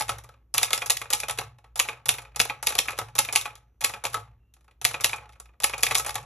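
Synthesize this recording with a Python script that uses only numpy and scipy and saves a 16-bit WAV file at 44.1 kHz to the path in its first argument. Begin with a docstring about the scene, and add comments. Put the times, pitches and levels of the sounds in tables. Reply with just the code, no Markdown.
"""On a cloth-covered table in a small room, a portable manual typewriter is heard by two microphone ports just above.
Each letter is a chain of metal contacts: key down, type bar on the platen, escapement step, bar falling back.
The contacts are bursts of rough force that sound directly and ring the damped modes of frame and casing.
Two low table modes sway, sixteen feedback delays form the room, and the margin bell rings faintly once.
The space bar, loose levers and a thin squeak sound in between, above a faint hush and rumble."""
import sys
import numpy as np
from scipy import signal
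from scipy.fft import rfft, irfft, next_fast_len
from scipy.io import wavfile
from scipy.ndimage import uniform_filter1d

SR = 44100
rng = np.random.default_rng(int(sys.argv[2]) if len(sys.argv) > 2 else 0)


def transcribe(u):
    """Save the signal u as a 16-bit wav file named by the first command-line argument.

    u: samples, shape (n,) or (channels, n), limited to [-1, 1]; the rate is SR.
    q: integer samples, one column per channel.
    """
    v = np.clip(np.atleast_2d(u).T, -1, 1)
    q = np.round(v * 32767).astype(np.int16)
    wavfile.write(sys.argv[1], SR, q)


N = 275625

# modes of casing, frame and type bars: (frequency [Hz], relative level [dB], t60 [s])
BODY_MODES = [(190, -9.5, 0.053), (463, -10, 0.1), (542.3, -10.5, 0.085), (722.7, -9, 0.056),
              (838, -7.5, 0.056), (875, -9, 0.053), (1117, -11, 0.057), (1182.6, -8.5, 0.054),
              (1295, -8, 0.072), (2190, -10, 0.052), (2312, -10, 0.035), (2509, -5, .025),
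              (2610, -6, 0.032), (3230, -6.5, .018), (3430, -8.5, 0.044), (3670, -1.5, 0.021),
              (4130, -9, 0.023), (5390, -9.5, 0.038), (5940, -11, 0.013), (7350, -10.5, 0.019),
              (11600, -7.5, 0.0077)]
# radiation and microphone response: (frequency [Hz], gain [dB])
RADIATION = [(150, -23), (350, -7), (800, 1), (1700, 0.5), (2600, 1), (4500, -1), (7000, 3), (11000, 5),
             (13000, -13), (15000, -27.5), (17000, -55.5)]


def typewriter():
    """Forced vibration: contact force radiates as clatter and excites damped modes, unevenly at each contact."""
    knock, clack, tick = force_envelopes(snap_db=-0.5, snap_s=0.00037, rise_s=[.0012, .0002, .0001])
    crack = np.minimum(clack, amp(-2.5) * np.sqrt(clack * tick))  # upper mids fade along with the tick
    clatter = amp(6.5) * band(clack * grit(1.7), 1747, 3000)
    clatter += amp(8.5) * band(crack * grit(3.1), 3000, 4740)
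    clatter += amp(8.0) * band(knock * grit(2.5), 180, 1700)
    clatter += amp(4) * band(tick * grit(2.5), 4700, 21000)

    all_contacts = contacts()
    latest = np.searchsorted(all_contacts[:, 0] * SR, np.arange(N))  # the contact each sample belongs to
    strength = rng.uniform(-0.52, 1, (len(all_contacts) + 1, len(BODY_MODES)))
    shake, rings = grit(3.1), np.zeros(N)
    for k, (hz, level_db, t60) in enumerate(BODY_MODES):
        if hz < 1700:
            force = knock
        elif hz < 3000:
            force = clack
        elif hz < 4700:
            force = crack
        else:
            force = tick
        uneven = amp(3.56 * strength[latest, k])
        own_shake = np.roll(shake, 997 * k)  # shifted so that the modes do not move in step
        rings += ring(force * uneven * own_shake, hz, t60) * amp(level_db - 24)

    s, clack_db, thud_db = np.transpose(STRIKES)[:3]
    weight = amp(27) * lingering(s, clack_db + thud_db, t60=.035, rise_s=0.00045) + amp(-19) * knock
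    thud = band(weight * grit(1.6), 70, 350)
    return shaped(clatter + rings, RADIATION, amp) + thud


# levers and springs keep sliding after a contact: (dull part, bright part)
SLIDE_DB, SLIDE_T60_S = (-22, -24), (.3, .2)  # dB re knock and tick
SETTLE_DB, SETTLE_T60_S = -50, 1.1  # the frame rustles on faintly: dB re knock


def force_envelopes(snap_db, snap_s, rise_s):
    """Impact and friction: each contact snaps, then chatters away, while sliding parts fill the gaps, as power."""
    rows = contacts()
    s, clack_db, knock_db, tick_db, t60, push_db = rows.T
    dull = lingering(s, clack_db + knock_db + SLIDE_DB[0], SLIDE_T60_S[0], rise_s=.004)
    dull += lingering(s, clack_db + knock_db + SETTLE_DB, SETTLE_T60_S, rise_s=.004)
    bright = lingering(s, clack_db + tick_db + SLIDE_DB[1], SLIDE_T60_S[1], rise_s=.004)
    # sliding parts catch and slip
    jerks = amp(2.5 * rms_one(uniform_filter1d(rng.standard_normal(N), size=350)))
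    power = (jerks * np.array([dull, amp(-9.0) * dull, bright])) ** 2
    for s, clack_db, knock_db, tick_db, t60, push_db in rows:
        start = round(s * SR)
        age = np.arange(min(N - start, SR // 5)) / SR
        # light, bright parts rattle longer
        lasting = np.clip(t60 * amp(0.45 * np.clip(tick_db, 0, 12)), .003, .3)
        # dull, padded contacts build up slower
        padded = amp(0.64 * np.clip(-tick_db, 0, 18))
        rise = 1 - np.exp(-age / (np.abs(rise_s)[:, None] * padded + 1e-5))
        chatter = amp(-60 * age / lasting)
        snap = amp(snap_db) * np.exp(-age / snap_s)
        level = amp(clack_db + np.array([knock_db + 3.0, -4.5, tick_db - 4.5]))
        power[:, start:start + len(age)] += (level[:, None] * rise * (chatter + snap)) ** 2
    return np.sqrt(power)


def contacts():
    """Superposition: all contacts in time order, as rows of
    (time [s], clack [dB], knock [dB re clack], tick [dB re clack], base chatter t60 [s], table push [dB re clack])."""
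    rows = key_downs() + strikes() + steps_and_rattles() + falls() + spaces()
    return np.array(sorted(rows))


# a finger drives a letter key down: (time [s], clack level [dB], tick [dB re clack], push on the table [dB],
# time until the lever takes the load [s], lever clack level [dB])
KEY_DOWNS = [(0.5407, -32, 13.5, -47, .0145, -24), (0.613, -32, 6, -60, .01, -45),
             (0.706, -26, 1.5, -54, .0083, -36.5), (0.86, -37, 13.5, -53, .009, -34),
             (1.1031, -29.5, 9.5, -54, .01, -44.5), (1.7575, -35.5, 7.5, -52, .0104, -41.5),
             (2.057, -33, 8.5, -43, .01, -43.5), (2.36, -34, 8.5, -46, .011, -32.5),
             (2.627, -34, 10, -55, .0103, -29.5), (3.153, -34, 10.5, -44.5, .01, -45),
             (3.3259, -32.5, 11, -55, .012, -26.5), (3.8082, -40, 12, -49, .0068, -22),
             (4.8143, -39.5, 9, -43, .0113, -42.5), (5.008, -35.5, 11, -46, .0097, -47),
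             (5.602, -36.5, 3, -53, .01, -37.5), (5.806, -50, 15, -56, .01, -55),
             (5.919, -33, 7, -56, .0105, -37)]
# lever: (knock [dB re clack], tick [dB re clack], base chatter t60 [s], push [dB re clack])
KEY_KNOCK_DB, KEY_T60_S, LEVER = -1, .035, (-3, 3, 0, -35)


def key_downs():
    """Load transfer: the key moves first, then its lever takes up the load with a second contact."""
    rows = []
    for s, db, tick_db, push_db, lever_s, lever_db in KEY_DOWNS:
        rows.append((s, db, KEY_KNOCK_DB, tick_db, KEY_T60_S, push_db - db))
        rows.append((s + lever_s, lever_db, *LEVER))
    return rows


# type bar on the platen: (time [s], clack level [dB], low thud [dB re clack],
# graze on the guide just before [dB], rebound [dB])
STRIKES = [(0.5797, -10, -40, -26, -44), (0.6304, -11.5, -45, -29, -30), (0.7312, -11, -43, -34.5, -28.5),
           (0.9038, -11, -41.5, -16.5, -28), (1.1334, -11, -44, -19, -27), (1.7981, -10.5, -42, -18.5, -39),
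           (2.0906, -9, -43, -24.5, -30), (2.4, -7.5, -34, -23, -23), (2.6694, -10.5, -44.5, -28, -28),
           (2.7875, -8.5, -42.5, -24.5, -31.5), (3.1878, -7.5, -36.5, -21, -25),
           (3.3591, -9, -46, -18.5, -27), (3.8448, -10, -38, -24, -34.5), (4.85, -9, -43, -23.5, -32),
           (5.0436, -7, -40, -25, -29), (5.6407, -8.5, -42, -21.5, -37), (5.8327, -7.5, -46, -27, -40),
           (5.952, -8.5, -48, -24, -32)]
# each: (knock [dB re clack], tick [dB re clack], base chatter t60 [s], push on the table [dB re clack])
GUIDE, PLATEN, REBOUND = (-7, 2, .025, -45), (-13, 1.3, 0.027, -50), (-7, 7, 0.02, -40)
GUIDE_BEFORE_S, REBOUND_AFTER_S = .0055, .015


def strikes():
    """Impact and rebound: the type bar grazes its guide, hits the platen and springs back."""
    rows = []
    for s, db, thud_db, guide_db, rebound_db in STRIKES:
        rows.append((s - GUIDE_BEFORE_S, guide_db, *GUIDE))
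        rows.append((s, db, *PLATEN))
        rows.append((s + REBOUND_AFTER_S, rebound_db, *REBOUND))
    return rows


# escapement lets the carriage step: (time [s], clack level [dB], casing knock [dB re clack], tick [dB re clack])
STEPS = [(0.7769, -25, -6, 1.5), (0.9691, -23, -26, 2.5), (1.2013, -27, -17, 5.5), (1.851, -37, 5, 0.5),
         (2.1402, -28.5, -6.5, 0.5), (2.4526, -32, 0, 3), (2.723, -26.5, -3.5, -3), (2.8555, -33, -5, -1.5),
         (3.2489, -24, -16, -4), (3.4121, -27.5, -12, -0.5), (3.895, -34, 0, 3.5), (4.9104, -31, -1.5, 1),
         (5.0934, -26, -10, -2.5), (5.696, -25.5, -5, -5), (5.866, -13.5, -15, -5.5), (5.996, -22.5, -5, 2)]
# loose levers and fingers brushing keys: (time [s], clack level [dB], casing knock [dB re clack],
# tick [dB re clack])
RATTLES = [(0.184, -41.5, 1, 3.5), (0.2376, -62, 8, 16), (0.2425, -46.5, 3, -0.5), (0.2904, -48.5, 6, -0.5),
           (0.339, -56.5, 5.5, -8), (0.547, -28, -5.5, 5), (0.652, -31, -7, 5), (0.759, -34, -3, 2),
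           (1.585, -54.5, 2.5, -1.5), (1.642, -51, 7.5, -4), (1.7743, -40.5, -3, 11.5),
           (2.219, -52.5, 6, 10), (2.347, -48.5, -1, -11), (2.674, -25, -12, -2), (2.6908, -28, -7, 5),
           (2.7037, -30, 1.5, 4.5), (2.968, -45, -11, -1), (3.085, -43.5, 2, -4.5), (3.332, -32.5, -2.5, 6),
           (3.4767, -44.5, 7.5, -6), (3.554, -42, -4.5, 1), (3.822, -31, -3, -3), (3.961, -47.5, 12, -3),
           (4.1264, -47, -6, 2), (4.5387, -57, -13.5, 7), (4.5654, -60.5, 2, 0), (4.6083, -66, 4.5, 4),
           (4.644, -72, 5.5, 9), (4.6798, -55, 6, -6.5), (4.711, -55, 1, -6), (5.161, -50.5, -7, 12.5),
           (5.2563, -53, 12, -9), (5.2922, -47.5, 1.5, -2), (5.3233, -58, -1, 4), (5.332, -49, -6, -4),
           (5.356, -55, 6, -21), (5.3997, -46.5, 0.5, 6.5), (5.4563, -49, -3.5, -3.5),
           (5.4903, -55.5, 4, -21), (5.5359, -64.5, 9, -14), (5.621, -44, 0.5, 12), (5.6716, -38.5, -8, 3),
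           (5.7797, -39.5, 0, 10), (5.8575, -33, -15, 6), (5.882, -34, 2, -12), (5.975, -33, -1, 12.5),
           (5.983, -43.5, 4, 22), (6.0631, -33, 4.5, 11.5), (6.2286, -58, -9, 8)]
RATTLE_T60_S, RATTLE_PUSH_DB = .032, -30  # base chatter; push in dB re clack


def steps_and_rattles():
    """Light impact: escapement steps and loose parts share one short chatter time."""
    return [(s, db, knock_db, tick_db, RATTLE_T60_S, RATTLE_PUSH_DB)
            for s, db, knock_db, tick_db in STEPS + RATTLES]


# type bar drops back on its rail: (time [s], clack level [dB], tick [dB re clack],
# time to the bounce [s], bounce level [dB])
FALLS = [(0.6803, -33.5, -13.5, .045, -54.5), (0.8195, -19.5, -8.5, .045, -57),
         (1.0156, -23, -6.5, .041, -37), (1.2338, -23, -9, .045, -54), (1.8872, -20, -9, .0434, -35),
         (2.1838, -26.5, -4.5, .0674, -40.5), (2.498, -18.5, -14.5, .052, -47.5),
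         (2.7525, -23.5, 1, .045, -54), (2.8839, -18, -11.5, .0468, -32.5),
         (3.288, -21.5, -16, .045, -54.5), (3.4555, -22.5, -7.5, .0483, -41),
         (3.9378, -25, -8.5, .045, -53), (4.9426, -19, -12, .0583, -33), (5.1316, -19.5, -13.5, .0515, -35),
         (5.7361, -19, -18, .0564, -33), (5.91, -15, -6, .045, -55), (6.0475, -26.5, -5.5, .045, -55)]
# contacts that come with a fall: (time after it [s], level [dB re it], knock [dB re clack],
# tick [dB re clack], base chatter t60 [s], push [dB re clack])
FALL_PARTS = [(-.007, -27, 6, 9.5, .03, -29), (.006, -10.5, 2, -6, 0.026, -30)]
FALL_KNOCK_DB, FALL_T60_S, FALL_PUSH_DB = -4.5, .032, -35
# bounce: (knock [dB re clack], tick [dB re clack], base chatter t60 [s], push [dB re clack])
BOUNCE, SECOND_BOUNCE_DB = (3.5, -11, 0.02, -30), -16  # second bounce in dB re the first


def falls():
    """Inelastic bouncing: the bar lands and bounces twice, weaker the second time, amid lesser contacts."""
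    rows = []
    for s, db, tick_db, hop_s, bounce_db in FALLS:
        rows.append((s, db, FALL_KNOCK_DB, tick_db, FALL_T60_S, FALL_PUSH_DB))
        rows.append((s + hop_s, bounce_db, *BOUNCE))
        rows.append((s + 2 * hop_s, bounce_db + SECOND_BOUNCE_DB, *BOUNCE))
        rows += [(s + after_s, db + part_db, *colour) for after_s, part_db, *colour in FALL_PARTS]
    return rows


# thumb on the space bar: (pressed at [s], clack level [dB], released at [s], clack level [dB])
SPACES = [(0.0082, -21, 0.0926, -20), (1.2964, -21.5, 1.386, -21), (2.9058, -32, 2.9877, -21),
          (4.0517, -20.5, 4.143, -22), (6.0929, -25.5, 6.1548, -22.5)]
# contacts within a press and a release: (time after it [s], level [dB re it], knock [dB re clack],
# tick [dB re clack], base chatter t60 [s], push [dB re clack])
SPACE_DOWN = [(-.013, -10, -0.5, 3.7, .06, -30), (0, 0, -3.5, 0.79, 0.034, -25),
              (.013, -7, -8, 2.7, .03, -30)]
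SPACE_UP = [(-.011, -16.5, -3.5, 4, 0.05, -28.5), (0, -0.5, -0.6, 0.5, .04, -21),
            (.025, -19, 9, 1.5, .04, -32.5)]


def spaces():
    """Successive impact: each press and each release of the bar is three contacts."""
    rows = []
    for down_s, down_db, up_s, up_db in SPACES:
        for s, db, parts in ((down_s, down_db, SPACE_DOWN), (up_s, up_db, SPACE_UP)):
            rows += [(max(s + after_s, 0), db + part_db, *colour) for after_s, part_db, *colour in parts]
    return rows


# modes of the rail the bars fall back on: (frequency [Hz], relative level [dB], t60 [s])
RAIL_MODES = [(2443, -1, 0.051), (2290, -6.5, 0.017)]


def rail():
    """Modal response: the duller a contact's tick, the more it is a bar on the padded rail, which tinks."""
    s, clack_db, knock_db, tick_db, t60, push_db = contacts().T
    share = np.clip((-tick_db - 2.5) / 6, 0, 1)
    drops = np.zeros(N)
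    drops[(s * SR).astype(int)] = share * amp(clack_db - 1.5)
    return sum(ring(drops, hz, t60) * amp(level_db) for hz, level_db, t60 in RAIL_MODES)


BELL_S, BELL_HZ, BELL_DB, BELL_T60_S = 2.4, 5950, -68, 3.2  # margin bell, barely touched by its hammer


def bell():
    """Free vibration: one click leaves a single thin partial fading for seconds."""
    hammer = np.zeros(N)
    hammer[round(BELL_S * SR)] = amp(BELL_DB)
    return ring(hammer, BELL_HZ, BELL_T60_S)


SQUEAK_S, SQUEAK_LASTS_S, SQUEAK_HZ, SQUEAK_WIDTH_HZ, SQUEAK_DB = 4.39, .17, 2750, 100, -83


def squeak():
    """Narrow-band noise: a faint thin squeak swells and fades."""
    age = np.clip((np.arange(N) / SR - SQUEAK_S) / SQUEAK_LASTS_S, 0, 1)
    thin = band(rng.standard_normal(N), SQUEAK_HZ - SQUEAK_WIDTH_HZ / 2, SQUEAK_HZ + SQUEAK_WIDTH_HZ / 2)
    swell = np.sqrt(np.abs(np.sin(np.pi * age)))
    return amp(SQUEAK_DB) * swell * rms_one(thin)


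ROOM_T60_S, WALL_CUT_HZ, ROOM_DB = 0.22, 13000, -19  # t60 at low pitch


def room(x):
    """Reverberation: eight feedback delays a side, duller on every round, summed on a frequency grid."""
    size = next_fast_len(N + SR)
    turn = -2j * np.pi * np.arange(size // 2 + 1) / size  # phase of a one-sample delay
    dull = np.exp(-2 * np.pi * WALL_CUT_HZ / SR)
    wall = (1 - dull) / (1 - dull * np.exp(turn))
    response = np.zeros((2, len(turn)), complex)
    for k, lag in enumerate((np.geomspace(.0071, .0313, 16) * SR).astype(int)):
        loop = amp(-60 * lag / SR / ROOM_T60_S) * wall * np.exp(turn * lag)
        response[k % 2] += loop / (1 - loop) * (-1) ** (k // 2)
    return irfft(rfft(x, size) * response, size)[:, :N]


# level of the table top's lower mode: (time [s], level [dB])
TABLE_LEVEL = [(0.0, -57), (0.14, -48.5), (0.36, -61), (1.51, -55), (1.56, -69.5), (1.72, -54), (2.0, -65),
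               (2.4, -50.5), (2.58, -67), (2.65, -53.5), (3.67, -62), (4.38, -55.5), (4.46, -63),
               (5.5, -54), (5.59, -70), (5.64, -52.5), (6.08, -50.5), (6.25, -58)]
TABLE_HZ = (58.6, 113.6)  # lower and upper mode
SWAY_RISE_S, SWAY_T60_S, SWAY_REST_DB = .025, .55, -77  # the upper mode is pushed by the contacts
# spectrum of the room's hush: (frequency [Hz], relative level [dB])
HUSH_SPECTRUM = [(88, -34), (150, -0.5), (411, -6.5), (681, -17.5), (2380, -29.5), (2710, -30),
                 (4830, -34.5), (13000, -30.5)]
HUSH_DB = -77


def background():
    """Random excitation: low table modes swell and waver under uneven shaking; the room adds hush and rumble."""
    hush = rms_one(shaped(rng.standard_normal(N), HUSH_SPECTRUM, amp)) * amp(HUSH_DB)
    rumble = rms_one(band(rng.standard_normal(N), 30, 110)) * amp(-76.5)
    out = hush + rumble
    s, clack_db, knock_db, tick_db, t60, push_db = contacts().T
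    lower = amp(in_time(TABLE_LEVEL)[0])
    upper = amp(SWAY_REST_DB) + lingering(s, clack_db + push_db, SWAY_T60_S, SWAY_RISE_S)
    for hz, level in zip(TABLE_HZ, (lower, upper)):
        shaken = rms_one(band(rng.standard_normal(N), .915 * hz, 1.085 * hz))
        swell = np.sqrt(uniform_filter1d(shaken ** 2, size=3000) + 0.039)
        out += level * shaken / swell  # how hard it sways is evened out
    return out


# microphone ports: (frequency [Hz], phase by which the left port leads [rad])
PORT_LEAD = [(0, 0), (300, -.03), (900, -.12), (1600, 0), (2750, .7), (3800, .6), (4500, 1.7), (5170, 4.75),
             (5850, 6.2), (8600, 9.3), (9300, 9.5), (12400, 12.55), (13800, 12.66), (14800, 15),
             (16200, 15.7)]


def ports(x):
    """Interaural-style phase difference: two ports hear one sound, with a lead that varies with pitch."""
    return np.array([shaped(x, PORT_LEAD, lambda lead: np.exp(.5j * side * lead)) for side in (1, -1)])


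def amp(db):
    """Logarithmic level: decibels to gain."""
    return 10 ** (np.asarray(db) / 20)


def rms_one(x):
    """Mean power: scale to rms 1."""
    return x / np.sqrt(np.mean(x ** 2) + 1e-20)


def in_time(rows):
    """Linear interpolation: the columns of a curve, one value per sample."""
    s, *columns = np.transpose(rows)
    return [np.interp(np.arange(N) / SR, s, c) for c in columns]


def shaped(x, points, law):
    """Linear filtering: multiply the spectrum by law(value), the value read from (Hz, value) points."""
    size = next_fast_len(N + 4096)
    hz, value = np.transpose(points)
    grid_hz = np.arange(size // 2 + 1) * SR / size
    at = np.interp(np.log(grid_hz + 1), np.log(hz + 1), value)
    return irfft(rfft(x, size) * law(at), size)[..., :N]


def band(x, low_hz, high_hz):
    """Causal filtering: a band-pass."""
    return signal.sosfilt(signal.butter(2, [low_hz, high_hz], "band", fs=SR, output="sos"), x)


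def ring(force, hz, t60):
    """Damped resonance: a unit click sets a sine of height 1 ringing."""
    r, w = amp(-60 / (max(t60, .004) * SR)), 2 * np.pi * hz / SR
    return signal.lfilter([0, np.sin(w)], [1, -2 * r * np.cos(w), r * r], force + 1e-18)


def grit(spread_db):
    """Random impacts: uneven ones on every sample, a few much larger, coming in clumps; rms 1."""
    clumps = rms_one(uniform_filter1d(rng.standard_normal(N), size=60))
    sizes = spread_db * np.minimum(rng.exponential(1, N), 5)
    return rms_one(amp(sizes + 2.97 * clumps) * rng.choice([-1, 1], N))


def lingering(s, level_db, t60, rise_s):
    """Energy decay: each event adds power that builds up, then dies away; returned as gain."""
    power = np.full(N, 1e-18)
    np.add.at(power, (s * SR).astype(int), amp(level_db) ** 2)
    fall, rise = amp(-120 / (t60 * SR)), np.exp(-1 / (rise_s * SR))  # -120 because this is power
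    decaying = signal.lfilter([1], [1, -fall], power)
    return np.sqrt(signal.lfilter([1 - rise], [1, -rise], decaying))


def scene():
    """Superposition: machine, bell, squeak and background through the ports, the room's answer partly shared."""
    machine = typewriter() + rail()
    first, second = room(machine) * amp(ROOM_DB)
    unalike = amp(-4) * band(second, 450, 15000) * [[1], [-1]]  # opposite sign at the two ports
    # a bounce off the table arrives from another side and reaches both ports together
    bounce = amp(-11) * band(np.roll(machine + first, 40), 4490, 5380)
    return ports(machine + bell() + squeak() + first + background()) + unalike + bounce


STOP_EDGE_HZ = 16400  # 70 dB down from here up


def record(dry):
    """Saturation and low-pass filtering: peaks are rounded, then the top is cut steeply."""
    rounded = np.tanh(dry / .95) * .95
    return signal.sosfilt(signal.cheby2(12, 70, STOP_EDGE_HZ, fs=SR, output="sos"), rounded)


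dry = scene()
out = record(dry)
transcribe(out)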